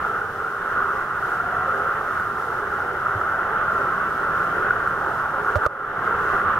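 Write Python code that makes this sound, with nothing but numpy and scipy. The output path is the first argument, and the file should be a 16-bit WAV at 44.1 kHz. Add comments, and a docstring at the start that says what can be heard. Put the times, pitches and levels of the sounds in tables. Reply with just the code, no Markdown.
"""Swell in a sea cave

Water washes and gurgles in a rock cave, heard from a camera in a sealed case just above the swell.
The case shuts out the treble; low buffeting, soft bumps and a thin hiss lie underneath.
Brief rings near 1.4 kHz sound within the rush. Two knocks hit the case, with rubbing just before
the harder one, which ducks the gain; it then recovers."""
import sys
import numpy as np
from scipy import signal
from scipy.fft import rfft, irfft, next_fast_len
from scipy.io import wavfile
from scipy.ndimage import uniform_filter1d, map_coordinates

SR = 44100
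rng = np.random.default_rng(int(sys.argv[2]) if len(sys.argv) > 2 else 0)


def inscribe(sig):
    """Save sig as 16-bit PCM at rate SR to the path in sys.argv[1].

    A 1-D sig is mono; a 2-D sig holds one channel per row.
    Samples are clipped to [-1, 1] before scaling.
    """
    pcm = np.round(np.clip(np.atleast_2d(sig).T, -1, 1) * 32767)
    wavfile.write(sys.argv[1], SR, pcm.astype(np.int16))


N = 290619


def amp(db):
    """Decibels to gain."""
    return 10 ** (np.asarray(db) / 20)


def unit_rms(x):
    """x at rms 1."""
    return x / np.sqrt(np.mean(x ** 2) + 1e-20)


def along(points, hz):
    """(Hz, value) points read on a log frequency axis."""
    knots_hz, values = np.transpose(points)
    return np.interp(np.log(hz + 1), np.log(knots_hz + 1), values)


def wobble(rate_hz):
    """Smooth random curve, rate_hz knots a second."""
    knots = rng.standard_normal(int(N * rate_hz / SR) + 4)
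    return map_coordinates(knots, [np.arange(N) * rate_hz / SR])


def filtered(x, response):
    """x through a complex frequency response."""
    size = next_fast_len(N + SR // 2)
    hz = np.fft.rfftfreq(size, 1 / SR)
    return irfft(rfft(x, size) * response(hz), size)[..., :N]


def add(track, start_s, sound):
    """Mix a sound into the track."""
    part = track[round(start_s * SR):][:len(sound)]
    part += sound[:len(part)]


def swing(t, hz, rise_s):
    """Resonance that swells to 1 at rise_s, then decays."""
    return np.sin(2 * np.pi * hz * t) * (t / rise_s) * np.exp(1 - t / rise_s)


def patchy_noise(depth_db):
    """Two independent noises sharing patches of random gain in time and pitch."""
    spectra = signal.stft(rng.standard_normal((2, N)), nperseg=1024)[2]
    patches = uniform_filter1d(rng.standard_normal(spectra.shape[1:]), size=5, axis=0)
    patches = uniform_filter1d(patches, size=8, axis=1)
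    spectra *= amp(depth_db * unit_rms(patches))
    return unit_rms(signal.istft(spectra, nperseg=1024)[1][:, :N])


# Each row: frequency in Hz, correlation between the ports.
PORT_CORRELATION = [(40, 0.73), (80, 0.98), (280, 0.93), (400, 1), (1380, .97), (1620, 0.75), (1900, 0.89),
                    (2150, -0.077), (3500, -0.1), (6000, -0.094)]
# Each row: frequency in Hz, left over right in dB.
PORT_BALANCE_DB = [(40, -1.5), (250, -1), (350, -4.5), (1220, -3.5), (1410, 1), (1480, -1), (1590, 3.5),
                   (1720, -2.5), (4400, -0.2)]
# Each row: frequency in Hz, left phase lead in radians.
PORT_LEAD_RAD = [(200, 0.083), (1000, 0.28), (1320, 0.52), (1550, 0.46), (1660, -0.57), (1950, 0.19)]
def mic_ports(pair, spectrum_db):
    """Colour two independent signals and share them between the case's microphone ports; mono rms 1."""
    def mid_side(hz):
        angle = np.arccos(along(PORT_CORRELATION, hz)) / 2
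        return amp(along(spectrum_db, hz)) * [np.cos(angle), np.sin(angle)]

    def left_right(hz):
        split = np.array([[.5], [-.5]])
        return amp(split * along(PORT_BALANCE_DB, hz)) * np.exp(1j * split * along(PORT_LEAD_RAD, hz))

    mid, side = filtered(pair, mid_side)
    stereo = filtered(np.array([mid + side, mid - side]), left_right)
    return stereo / np.std(stereo.mean(axis=0))


# Each row: frequency in Hz, echo T60 in seconds.
CAVE_T60_S = [(200, 1.44), (1000, 1.22), (4000, 0.61)]
def cave_echo(x, block=16384):
    """Echoes from the rock: treble dies first, and moving water keeps changing their paths."""
    out = np.zeros((2, N + 2 * SR))
    for start in range(0, N, block):
        hz, t, spectra = signal.stft(rng.standard_normal((2, SR * 2 // 3)), SR, nperseg=256)
        decay = amp(-60 * t / along(CAVE_T60_S, hz)[:, None])
        tail = signal.istft(spectra * decay, SR, nperseg=256)[1]
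        echo = signal.fftconvolve(x[None, start:start + block], tail / np.linalg.norm(tail[0]), axes=1)
        out[:, start:start + echo.shape[1]] += echo
    return out[:, :N]


def bubbles(count, centre_hz, spread_oct, decay_cycles, size_db, echo_db):
    """Bubbles ring briefly as their pitch rises; the cave answers."""
    when, pitch, size = rng.random((count, 3)).T[:, :, None]
    t = np.arange(SR // 25) / SR
    hz = centre_hz * 2 ** (spread_oct * (2 * pitch - 1))
    age = t * hz / decay_cycles
    glide = 1 + 0.043 * np.minimum(age, 2)
    ring = np.sin(2 * np.pi * hz * t * glide) * np.exp(-age) * (1 - np.exp(-t * hz))
    ring *= amp(size_db * np.minimum(-np.log(1 - size), 4))  # many small, few large
    index = (when * N).astype(int) + np.arange(t.size)
    direct = unit_rms(np.bincount(index.ravel(), ring.ravel(), N)[:N])
    return unit_rms(np.array([direct, np.zeros(N)]) + amp(echo_db) * cave_echo(direct))


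# Each row: frequency in Hz, relative density in dB.
SURF_SPECTRUM_DB = [(560, -17), (950, -16.5), (1390, 0.5), (1570, -7), (1700, -14.5), (1960, -18.5),
                    (2170, -25.5), (2390, -30), (2950, -28.5), (4500, -47.5), (5850, -87), (9900, -120)]
def surf(level_db):
    """Breaking foam: a rush of small bubbles, heard through the case's main resonance."""
    rush = patchy_noise(depth_db=0.73)
    fizz = bubbles(2800, centre_hz=1588.4, spread_oct=0.81, decay_cycles=4.05, size_db=2.5, echo_db=1.5)
    gain = amp(level_db + 0.46 + 0.51 * wobble(rate_hz=18))
    return gain * mic_ports(rush + amp(-12) * fizz, SURF_SPECTRUM_DB)


# Each row: frequency in Hz, relative density in dB.
WASH_SPECTRUM_DB = [(230, -40), (280, -19), (320, -4.5), (385, 3), (430, -2), (500, -3.5), (650, -3.5),
                    (850, 1), (1100, -3.5), (1430, -26), (2400, -58)]
def wash(level_db):
    """Water heaves along the walls with deeper, echoing gurgles."""
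    rush = patchy_noise(depth_db=0.4)
    gurgle = bubbles(900, centre_hz=696.3, spread_oct=0.907, decay_cycles=5.74, size_db=2.5, echo_db=6)
    gain = amp(level_db + 0.87 * wobble(rate_hz=8.5))
    return gain * mic_ports(rush + amp(-11.5) * gurgle, WASH_SPECTRUM_DB)


# Each row: middle in seconds, sigma in seconds, centre in Hz, half width in Hz, level in dB.
CAVE_HOLLOWS = [(.25, 0.37, 447, 71, -40), (1.6, 0.25, 710, 60, -37), (1.803, 0.18, 435, 50, -39),
                (3.448, 0.23, 810, 160, -38), (4.3, 0.9, 173, 35, -47)]
def hollows():
    """Narrow bands swell and fade as the camera passes through the cave's standing waves."""
    t, track = np.arange(N) / SR, np.zeros(N)
    for middle_s, sigma_s, centre_hz, half_width_hz, db in CAVE_HOLLOWS:
        band = filtered(rng.standard_normal(N), lambda hz: np.exp(-((hz - centre_hz) / half_width_hz) ** 2))
        track += amp(db) * np.exp(-.5 * ((t - middle_s) / sigma_s) ** 2) * unit_rms(band)
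    return track


# Each row: frequency in Hz, relative density in dB.
BUFFET_SPECTRUM_DB = [(12, -28), (22, -12), (46, -17), (64, -0.5), (100, 1.5), (125, 1.5), (165, -4),
                      (205, -4), (250, -26), (330, -30), (600, -80)]
def buffet(level_db):
    """Air and water push on the case in lumps."""
    gain = amp(level_db + 1.4 * wobble(rate_hz=18))
    return gain * mic_ports(rng.standard_normal((2, N)), BUFFET_SPECTRUM_DB)


# Each row: frequency in Hz, relative density in dB.
HISS_SPECTRUM_DB = [(2000, -1), (3500, 5), (4500, 1.5), (5600, 3), (7000, -0.5), (7900, -3.5), (8600, -1),
                    (15500, -4)]
# Each row: middle in seconds, boost in dB.
HISS_FLARES = [(.12, 1.5), (.96, 1), (1.33, 2), (1.77, 2), (2.16, 2.5), (2.47, 2.5), (2.8, 1), (3.24, 0.5),
               (3.8, 1.5), (4.13, 1.7), (4.41, 2.5), (4.61, 2), (5.07, 1.5), (5.5, 2), (6.3, 3)]
def hiss(base_db=-53, flare_sigma_s=0.068, correlation=0.14):
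    """Thin, wide hiss that flares gently."""
    t = np.arange(N) / SR
    flare_db = sum(db * np.exp(-.5 * ((t - s) / flare_sigma_s) ** 2) for s, db in HISS_FLARES)
    white = rng.standard_normal((3, N))
    pair = np.sqrt(1 - correlation) * white[:2] + np.sqrt(correlation) * white[2]
    noise = unit_rms(filtered(pair, lambda hz: amp(along(HISS_SPECTRUM_DB, hz))))
    return amp(base_db + flare_db + 0.57 * wobble(rate_hz=15)) * noise


# Each row: start in seconds, relative level in dB.
# The last three are rubbing on the case, just before the harder knock.
CASE_RINGS = [(0.812, -17), (0.906, -17), (1.677, -15), (1.873, -12.5), (2.197, -11), (3.2127, -10.5),
              (4.707, -6.5), (4.874, -7.5), (5.623, -17), (5.6363, -11.5), (5.653, -9)]
def case_rings(noise_t60_s=0.061):
    """Brief rings of the case near 1.4 kHz within the rush of water, faint at first."""
    track, t = np.zeros(N), np.arange(SR // 8) / SR
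    for start_s, db in CASE_RINGS:
        noise = rng.standard_normal(len(t)) * amp(-40 - 60 * t / noise_t60_s)
        ring = swing(t, hz=1420 * (1 + 0.04 * rng.standard_normal()), rise_s=0.0021)
        add(track, start_s, amp(db - 2.0) * (ring + noise))
    return track


# Each row: start in seconds, peak level in dB.
WATER_BUMPS = [(1.562, -35), (2.18, -37), (3.148, -24.5), (4.87, -33)]
def bumps():
    """Soft bumps of water sway the case at a low pitch."""
    track, t = np.zeros(N), np.arange(SR // 8) / SR
    for start_s, db in WATER_BUMPS:
        sway = swing(t, hz=103 * (1 + 0.18 * rng.standard_normal()), rise_s=0.011)
        add(track, start_s, amp(db) * sway)
    return track


# Each row: start in seconds, ring, air note, thud and tick gains in dB, rise and damping time in seconds.
CASE_KNOCKS = [(5.556, -17, -16.5, -10.5, -20, 0.001, 0.054), (5.662, -2.5, -2.5, -0.5, -5.5, 0.003, 0.02)]
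# Each row: frequency in Hz, relative level in dB, T60 in seconds.
WALL_MODES = [(1219.5, 5, 0.033), (1332, -1, 0.017), (2280, -25, 0.0066)]
# Each row: frequency in Hz, left over right in dB. The knocks land nearer the right port.
KNOCK_BALANCE_DB = [(100, -4.5), (585, -13), (1300, -6.5), (5000, -7), (10000, -4)]
def knocks(air_hz=585, tick_t60_s=0.0074):
    """A knock gives a dull tick, a short wall ring, a hollow note of the air inside and a low thud."""
    track, ticks, t = np.zeros(N), np.zeros(N), np.arange(SR // 8) / SR
    for start_s, ring_db, air_db, thud_db, tick_db, rise_s, damping_s in CASE_KNOCKS:
        contact = np.minimum(t / rise_s, 1) ** 2
        fade_s = np.maximum(t - rise_s, 0)
        ring = sum(amp(db - 60 * fade_s / t60) * np.sin(2 * np.pi * hz * t) for hz, db, t60 in WALL_MODES)
        drift_rad = 0.064 * np.cumsum(rng.standard_normal(len(t)))
        air = amp(air_db) * contact * np.sin(2 * np.pi * air_hz * t + drift_rad)
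        thud = amp(thud_db) * swing(t, hz=89, rise_s=0.019)
        grip = amp(-60 * (t / damping_s) ** 2)  # the hand stops the slow motions
        add(track, start_s, amp(ring_db) * contact * ring + grip * (air + thud))
        tick = contact * rng.standard_normal(len(t)) * amp(tick_db - 60 * fade_s / tick_t60_s)
        add(ticks, start_s, tick)
    muffled = filtered(ticks, lambda hz: 1 / np.hypot(1, hz / 1500) / np.hypot(1, hz / 9000))
    split = np.array([[.5], [-.5]])
    return filtered(track + muffled, lambda hz: amp(split * along(KNOCK_BALANCE_DB, hz)))


# Each row: time in seconds, swell strength in dB.
SWELL_DB = [(0, -23.5), (.3, -28.5), (.6, -27.5), (.68, -24), (1.2, -26), (1.75, -24), (2.45, -27),
            (3, -25), (3.6, -23.5), (4.25, -23.5), (4.7, -22), (4.95, -25), (5.45, -24.5), (6.2, -21),
            (6.55, -21.5)]
def scene():
    """One swell drives surf, wash and buffeting; the other sounds lie on top."""
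    t = np.arange(N) / SR
    swell_db = np.interp(t, *np.transpose(SWELL_DB))
    surge_db = swell_db - swell_db.mean()
    approach_db = 0.9262 * t  # the camera turns to the cave mouth
    water = surf(swell_db) + wash(-37 + 0.26 * surge_db + approach_db) + hollows()
    return water + buffet(-45 + 0.66 * surge_db) + hiss() + case_rings() + bumps() + knocks()


def gain_control(x, ceiling_db, recovery_db_per_s):
    """A peak over the ceiling pulls the gain down at once; it climbs back at a steady rate."""
    peak_db = 20 * np.log10(np.abs(x).max(axis=0) + 1e-9)
    over_db = np.maximum(peak_db - ceiling_db, 0)
    climb_db = recovery_db_per_s * np.arange(N) / SR
    cut_db = np.maximum.accumulate(over_db + climb_db) - climb_db
    return x * amp(-uniform_filter1d(cut_db, size=26))


def record(dry):
    """The camera's gain control, then its band limit."""
    levelled = gain_control(dry, ceiling_db=-5.5, recovery_db_per_s=36.0)
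    return filtered(levelled, lambda hz: hz < 15750)


dry = scene()
out = record(dry)
inscribe(out)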